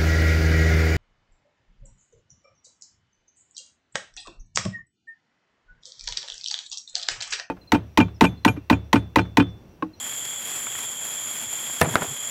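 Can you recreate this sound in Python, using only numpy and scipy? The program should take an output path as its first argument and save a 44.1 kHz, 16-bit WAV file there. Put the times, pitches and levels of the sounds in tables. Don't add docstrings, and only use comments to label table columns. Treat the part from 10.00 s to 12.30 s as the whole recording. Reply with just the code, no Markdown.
import sys
import numpy as np
from scipy import signal
from scipy.fft import rfft, irfft, next_fast_len
from scipy.io import wavfile

SR = 44100
rng = np.random.default_rng(int(sys.argv[2]) if len(sys.argv) > 2 else 0)


def store_wav(level_fs):
    pcm = np.round(np.clip(np.atleast_2d(level_fs), -1, 1) * 32767)
    wavfile.write(sys.argv[1], SR, pcm.T.astype(np.int16))


def gain_from_db(level_db):
    decades = np.asarray(level_db, float) / 20
    return 10 ** decades


N = 101430


def rms_one(x):
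    return x / np.sqrt(np.mean(x ** 2) + 1e-20)


def at_hz(points, hz):
    table_hz, table_db = np.transpose(points)
    return np.interp(np.log(hz), np.log(table_hz), table_db)


def drift(rate_hz):
    step = 40
    r = np.exp(-2 * np.pi * rate_hz * step / SR)
    settle = 2000
    noise = rng.standard_normal(N // step + 2 + settle)
    slow = signal.lfilter([1], [1, -2 * r, r * r], noise)[settle:]
    return np.interp(np.arange(N) / step, np.arange(len(slow)), rms_one(slow))


def band(x, low_hz, high_hz, order=2):
    return signal.sosfilt(signal.butter(order, [low_hz, high_hz], "band", fs=SR, output="sos"), x)


def coloured(source, spectrum, patchy_db):
    edges = 25 * 2 ** np.arange(0, 9.6, 1 / 3)
    first, last = spectrum[0][0] / 2, spectrum[-1][0] * 2
    flat = np.zeros(N)
    for k, (low_hz, high_hz) in enumerate(zip(edges, edges[1:])):
        if first < low_hz < last:
            flat += gain_from_db(patchy_db * drift(22)) * band(source[k % 2], low_hz, high_hz)
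    size = next_fast_len(N)
    hz = 1 + np.arange(size // 2 + 1) * SR / size
    shaped = irfft(rfft(flat, size) * gain_from_db(at_hz(spectrum, hz)), size)
    return rms_one(shaped[:N])


def click(s, db):
    x = np.full(N, 1e-18)
    x[int(s * SR)] = gain_from_db(db)
    return x


def ring(x, hz, t60):
    r = gain_from_db(-60 / (t60 * SR))
    w = 2 * np.pi * hz / SR
    return signal.lfilter([0, np.sin(w)], [1, -2 * r * np.cos(w), r * r], x)


def dying(s, t60):
    after = np.arange(N) / SR - s
    return (after >= 0) * gain_from_db(-60 * np.maximum(after, 0) / t60)


# time in seconds, level in dB.
BURN_LEVEL = [(0, -41), (.12, -42), (.43, -42), (.49, -38.5), (.58, -39.5), (.74, -43.5), (.8, -39.5),
              (.97, -44), (1.08, -40.5), (1.19, -42), (1.28, -40.5), (1.43, -41.5), (1.465, -45),
              (1.52, -41), (1.78, -41.5), (1.97, -39), (2.1, -43), (2.27, -41.5)]
# frequency in Hz, density in dB per Hz.
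FIZZ_COLOUR = [(250, -3.5), (2300, 0.5), (4000, -7), (5600, -8), (8300, -4.5), (10400, 1), (13000, -5.5),
               (15600, -14.5)]
# time in seconds, rise in dB.
GAS_SPITS = [(.066, 3), (.252, 2), (.716, 4), (.784, 3), (.835, 3), (1.046, 3), (1.108, 4), (1.27, 2),
             (1.304, 3), (1.412, 4), (1.432, 3), (1.505, 3), (1.529, 4), (1.63, 3), (1.735, 2.5)]
SPARKS_PER_S, SPARK_SPREAD_DB, SPARK_SHARE = 3000, 3.5, 0.51
SPIT_RISE_S, SPIT_FALL_S = 0.00067, 0.01
FIZZ_DB, FLUTTER_DB, FLUTTER_HZ = 3.5, 0.8, 30


def sparkler():
    t = np.arange(N) / SR
    sparks = (rng.random((2, N)) < SPARKS_PER_S / SR) * rng.choice([-1, 1], (2, N))
    spark_size = np.minimum(rng.exponential(1, (2, N)), 4)
    sparks = rms_one(sparks * gain_from_db(SPARK_SPREAD_DB * spark_size))
    jet = rng.standard_normal((2, N))
    source = np.sqrt(1 - SPARK_SHARE) * jet + np.sqrt(SPARK_SHARE) * sparks
    level_db = np.interp(t, *np.transpose(BURN_LEVEL)) + FIZZ_DB + FLUTTER_DB * drift(FLUTTER_HZ)
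    for s, rise_db in GAS_SPITS:
        peak_s = s + SPIT_RISE_S
        pace_s = np.where(t < peak_s, SPIT_RISE_S, SPIT_FALL_S)
        level_db = level_db + rise_db * np.exp(-np.abs(t - peak_s) / pace_s)
    return gain_from_db(level_db) * coloured(source, FIZZ_COLOUR, patchy_db=0.7)


# start in seconds, push in dB,
# crack in dB, scatter in dB, scatter t60 in seconds.
BLOWS = [
    (1.8143, -24, -4, -5.5, 0.11),
    (1.9557, -15, -24, -14, 0.13),
    (2.02, -26, -42, -27, 0.1),
]
# frequency in Hz, level in dB, t60 in seconds.
KNOCK_MODES = [(234, -11.5, 0.097), (373, -24, 0.097), (499, -21, 0.16), (643, -11, 0.048),
               (684, -12.5, 0.11), (820, -16.5, .018), (990, -13, 0.083), (1283, -6.5, 0.041),
               (1774, -6.5, 0.064), (2320, -12, 0.032), (2590, -19.5, 0.033), (2690, -10.5, 0.035),
               (3560, -18, .02)]
BOUNCE_MODES = [(292, -21, 0.049), (460, -36, 0.073), (702, -20, 0.083), (834, -33, 0.051),
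                (1040, -18, 0.024), (1330, -1, 0.014), (1490, -8.5, 0.031), (2080, -13, 0.042),
                (2560, -20, .012), (3800, -12, 0.0066), (4900, -30, 0.0043)]
LAST_BOUNCE_MODES = [(239, -17, 0.016), (397, -30, 0.12), (602, -29, 0.063), (870, -39, .06),
                     (1000, -24.5, 0.044), (1394, -20.5, 0.039), (1730, -44, .04)]
PUSH_S, CRACK_T60_S = 0.0005, 0.013


def knocks():
    out, t = np.zeros(N), np.arange(N) / SR
    mode_sets = (KNOCK_MODES, BOUNCE_MODES, LAST_BOUNCE_MODES)
    for (s, push_db, crack_db, _, _), modes in zip(BLOWS, mode_sets):
        out += 0.5 * gain_from_db(push_db) * np.exp(-((t - s - PUSH_S / 2) / PUSH_S * 4) ** 2)
        for hz, mode_db, mode_t60 in modes:
            out += ring(click(s, mode_db), hz, mode_t60)
        crack = band(rng.standard_normal(N), 2300, 9800, order=1)
        out += gain_from_db(crack_db) * crack * dying(s, CRACK_T60_S)
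    return out


# frequency in Hz, density in dB per Hz.
SCATTER_COLOUR = [(100, -10), (250, -1), (500, 0), (1100, -1), (2200, -8), (4000, -24), (9500, -32),
                  (15000, -44)]
RATTLES_PER_S = 500
LINGER_DB, LINGER_T60_S = -19.5, 0.38


def scatter():
    out = np.zeros(N)
    rattle = (rng.random((2, N)) < RATTLES_PER_S / SR) * rng.standard_normal((2, N))
    source = rms_one(rattle) + 0.5 * rng.standard_normal((2, N))
    debris = coloured(source, SCATTER_COLOUR, patchy_db=-1.0)
    for s, _, _, scatter_db, t60 in BLOWS:
        tail = dying(s, t60) + gain_from_db(LINGER_DB) * dying(s, LINGER_T60_S)
        out += gain_from_db(scatter_db) * debris * tail
    return out


# start in seconds, peak in dB, pitch in Hz,
# rise in seconds.
STAND_WOBBLES = [(1.815, -12, 95, .012), (1.8165, -9, 147, .012), (1.86, -19, 160, .013),
                 (1.9, -28, 118, .015), (1.935, -29, 220, .01), (1.953, -30, 95, .012),
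                 (2.003, -27, 165, .013), (2.07, -38, 100, .013), (2.098, -35.5, 140, .013)]


def stand():
    out, t = np.zeros(N), np.arange(N) / SR
    rumble = rms_one(band(rng.standard_normal(N), 56, 400))
    for s, db, hz, rise_s in STAND_WOBBLES:
        age = np.maximum(t - s, 0) / rise_s
        sway = np.sin(2 * np.pi * hz * (t - s)) + 0.3 * rumble
        out += gain_from_db(db) * sway * (age * np.exp(1 - age)) ** 2
    return out


def jingle():
    peak_s, length_s, level_db = 1.834, 0.026, -25
    t = np.arange(N) / SR
    noise = rms_one(band(rng.standard_normal(N), 8600, 11500))
    return gain_from_db(level_db) * noise * np.exp(-(2 * (t - peak_s) / length_s) ** 2)


# time in seconds, peak in dB, pitch in Hz, t60 in seconds.
GRIT_TICKS = [(.0663, -38, 1980, .01), (.6692, -23, 1380, .014), (.6745, -36, 980, .025),
              (.7185, -34, 2100, .01), (.7515, -30, 1400, .012), (.7545, -25, 1900, .016),
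              (.7884, -29, 1150, .008), (1.6986, -27, 1040, .008), (1.8563, -19, 1410, .014),
              (1.863, -23, 1100, .02), (1.9402, -25, 1000, .025), (2.2379, -36, 1300, .01)]
OVERTONE_RATIO, OVERTONE_DB = 1.62, -2


def ticks():
    out = np.zeros(N)
    for s, db, hz, t60 in GRIT_TICKS:
        out += ring(click(s, db), hz, t60)
        out += ring(click(s, db + OVERTONE_DB), hz * OVERTONE_RATIO, t60)
    return out


# time in seconds, peak in dB.
SPARK_POPS = [
    (.2530, -18),
    (1.529, -23),
    (1.8008, -16),
    (1.8108, -12),
    (1.8278, -11),
    (1.8325, -13),
    (1.9686, -14),
]


def pops():
    return -sum(band(click(s, db + 9.5), 500, 11000, order=1) for s, db in SPARK_POPS)


def chorus(singers, wander_hz, depth, chirp_db, sway_db, spread):
    out, t = 0, np.arange(N) / SR
    for hz, db, pulses_per_s, chirps_per_s in singers:
        pulse_phase, chirp_phase = rng.random(2) * [spread, 1]
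        tone = np.sin(2 * np.pi * np.cumsum(hz + wander_hz * drift(15.36)) / SR)
        pulse_turns = pulses_per_s * t + pulse_phase + 0.05 * drift(4.2)
        pulse = 1 + depth * np.sin(2 * np.pi * pulse_turns)
        chirp = np.sin(2 * np.pi * (chirps_per_s * t + chirp_phase))
        out = out + tone * pulse * gain_from_db(db + chirp_db * chirp + sway_db * drift(5.2))
    return out


# pitch in Hz, level in dB, pulses per second,
# chirps per second.
HIGH_SINGERS = [(6850, -57, 52, 4.1), (6990, -49, 47, 4.9), (7078, -44, 50, 4.6), (7165, -48, 44, 5.3),
                (7250, -44, 49, 4.7), (7330, -48, 55, 4.4), (7410, -48, 41, 5.1), (7545, -50, 46, 4.8),
                (7740, -52, 40, 4.7)]
LOW_SINGERS = [(3190, -57, 69, 1.3), (3230, -52, 73, .9), (3303, -49, 73, 1.7), (3376, -48, 73, 1.1),
               (3449, -54, 73, 2.3)]
# low edge in Hz, high edge in Hz, level in dB.
FAR_CHORUS = [
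    (6790, 7520, -36),
    (3127, 3430, -42),
]


def insects():
    far = np.zeros(N)
    for low_hz, high_hz, db in FAR_CHORUS:
        far += gain_from_db(db) * rms_one(band(rng.standard_normal(N), low_hz, high_hz, order=3))
    high = chorus(HIGH_SINGERS, wander_hz=12.61, depth=0.96, chirp_db=1.0, sway_db=5.9, spread=0.85)
    low = chorus(LOW_SINGERS, wander_hz=7.85, depth=1.0, chirp_db=0.83, sway_db=2.7, spread=0.47)
    return far + gain_from_db(0.8) * high + gain_from_db(-2.4) * low


# frequency in Hz, density in dB per Hz.
HUM_COLOUR = [(30, 13), (60, -2), (90, 1), (125, 12), (180, -23), (240, 12), (320, -19), (500, -4.5)]


def hum():
    return gain_from_db(-54.5) * coloured(rng.standard_normal((2, N)), HUM_COLOUR, patchy_db=6.5)


def scene():
    night = hum() + sparkler() + insects()
    fall = scatter() + stand() + knocks() + jingle()
    return (night + fall + ticks() + pops())[None]


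def roll_off(x):
    return signal.sosfilt(signal.butter(12, 15750, fs=SR, output="sos"), x)


LIMIT_DB, RELEASE_DB_PER_S, LIMIT_ATTACK_S = -6, 170, 0.005


def record(dry):
    dry = signal.sosfilt(signal.butter(3, 65, "high", fs=SR, output="sos"), dry)
    over_db = np.maximum(20 * np.log10(np.abs(dry) + 1e-9) - LIMIT_DB, 0)
    ramp = RELEASE_DB_PER_S * np.arange(N) / SR
    held_db = np.maximum.accumulate(over_db + ramp, axis=1) - ramp
    r = np.exp(-1 / (LIMIT_ATTACK_S * SR))
    duck_db = signal.lfilter([1 - r], [1, -r], held_db)
    x = dry * gain_from_db(-duck_db)
    x = x / (1 + np.abs(x / 0.8) ** 6) ** (1 / 6)
    x = signal.sosfilt(signal.cheby2(10, 60, 18000, fs=SR, output="sos"), x)
    return roll_off(x)


dry = scene()
out = record(dry)
store_wav(out)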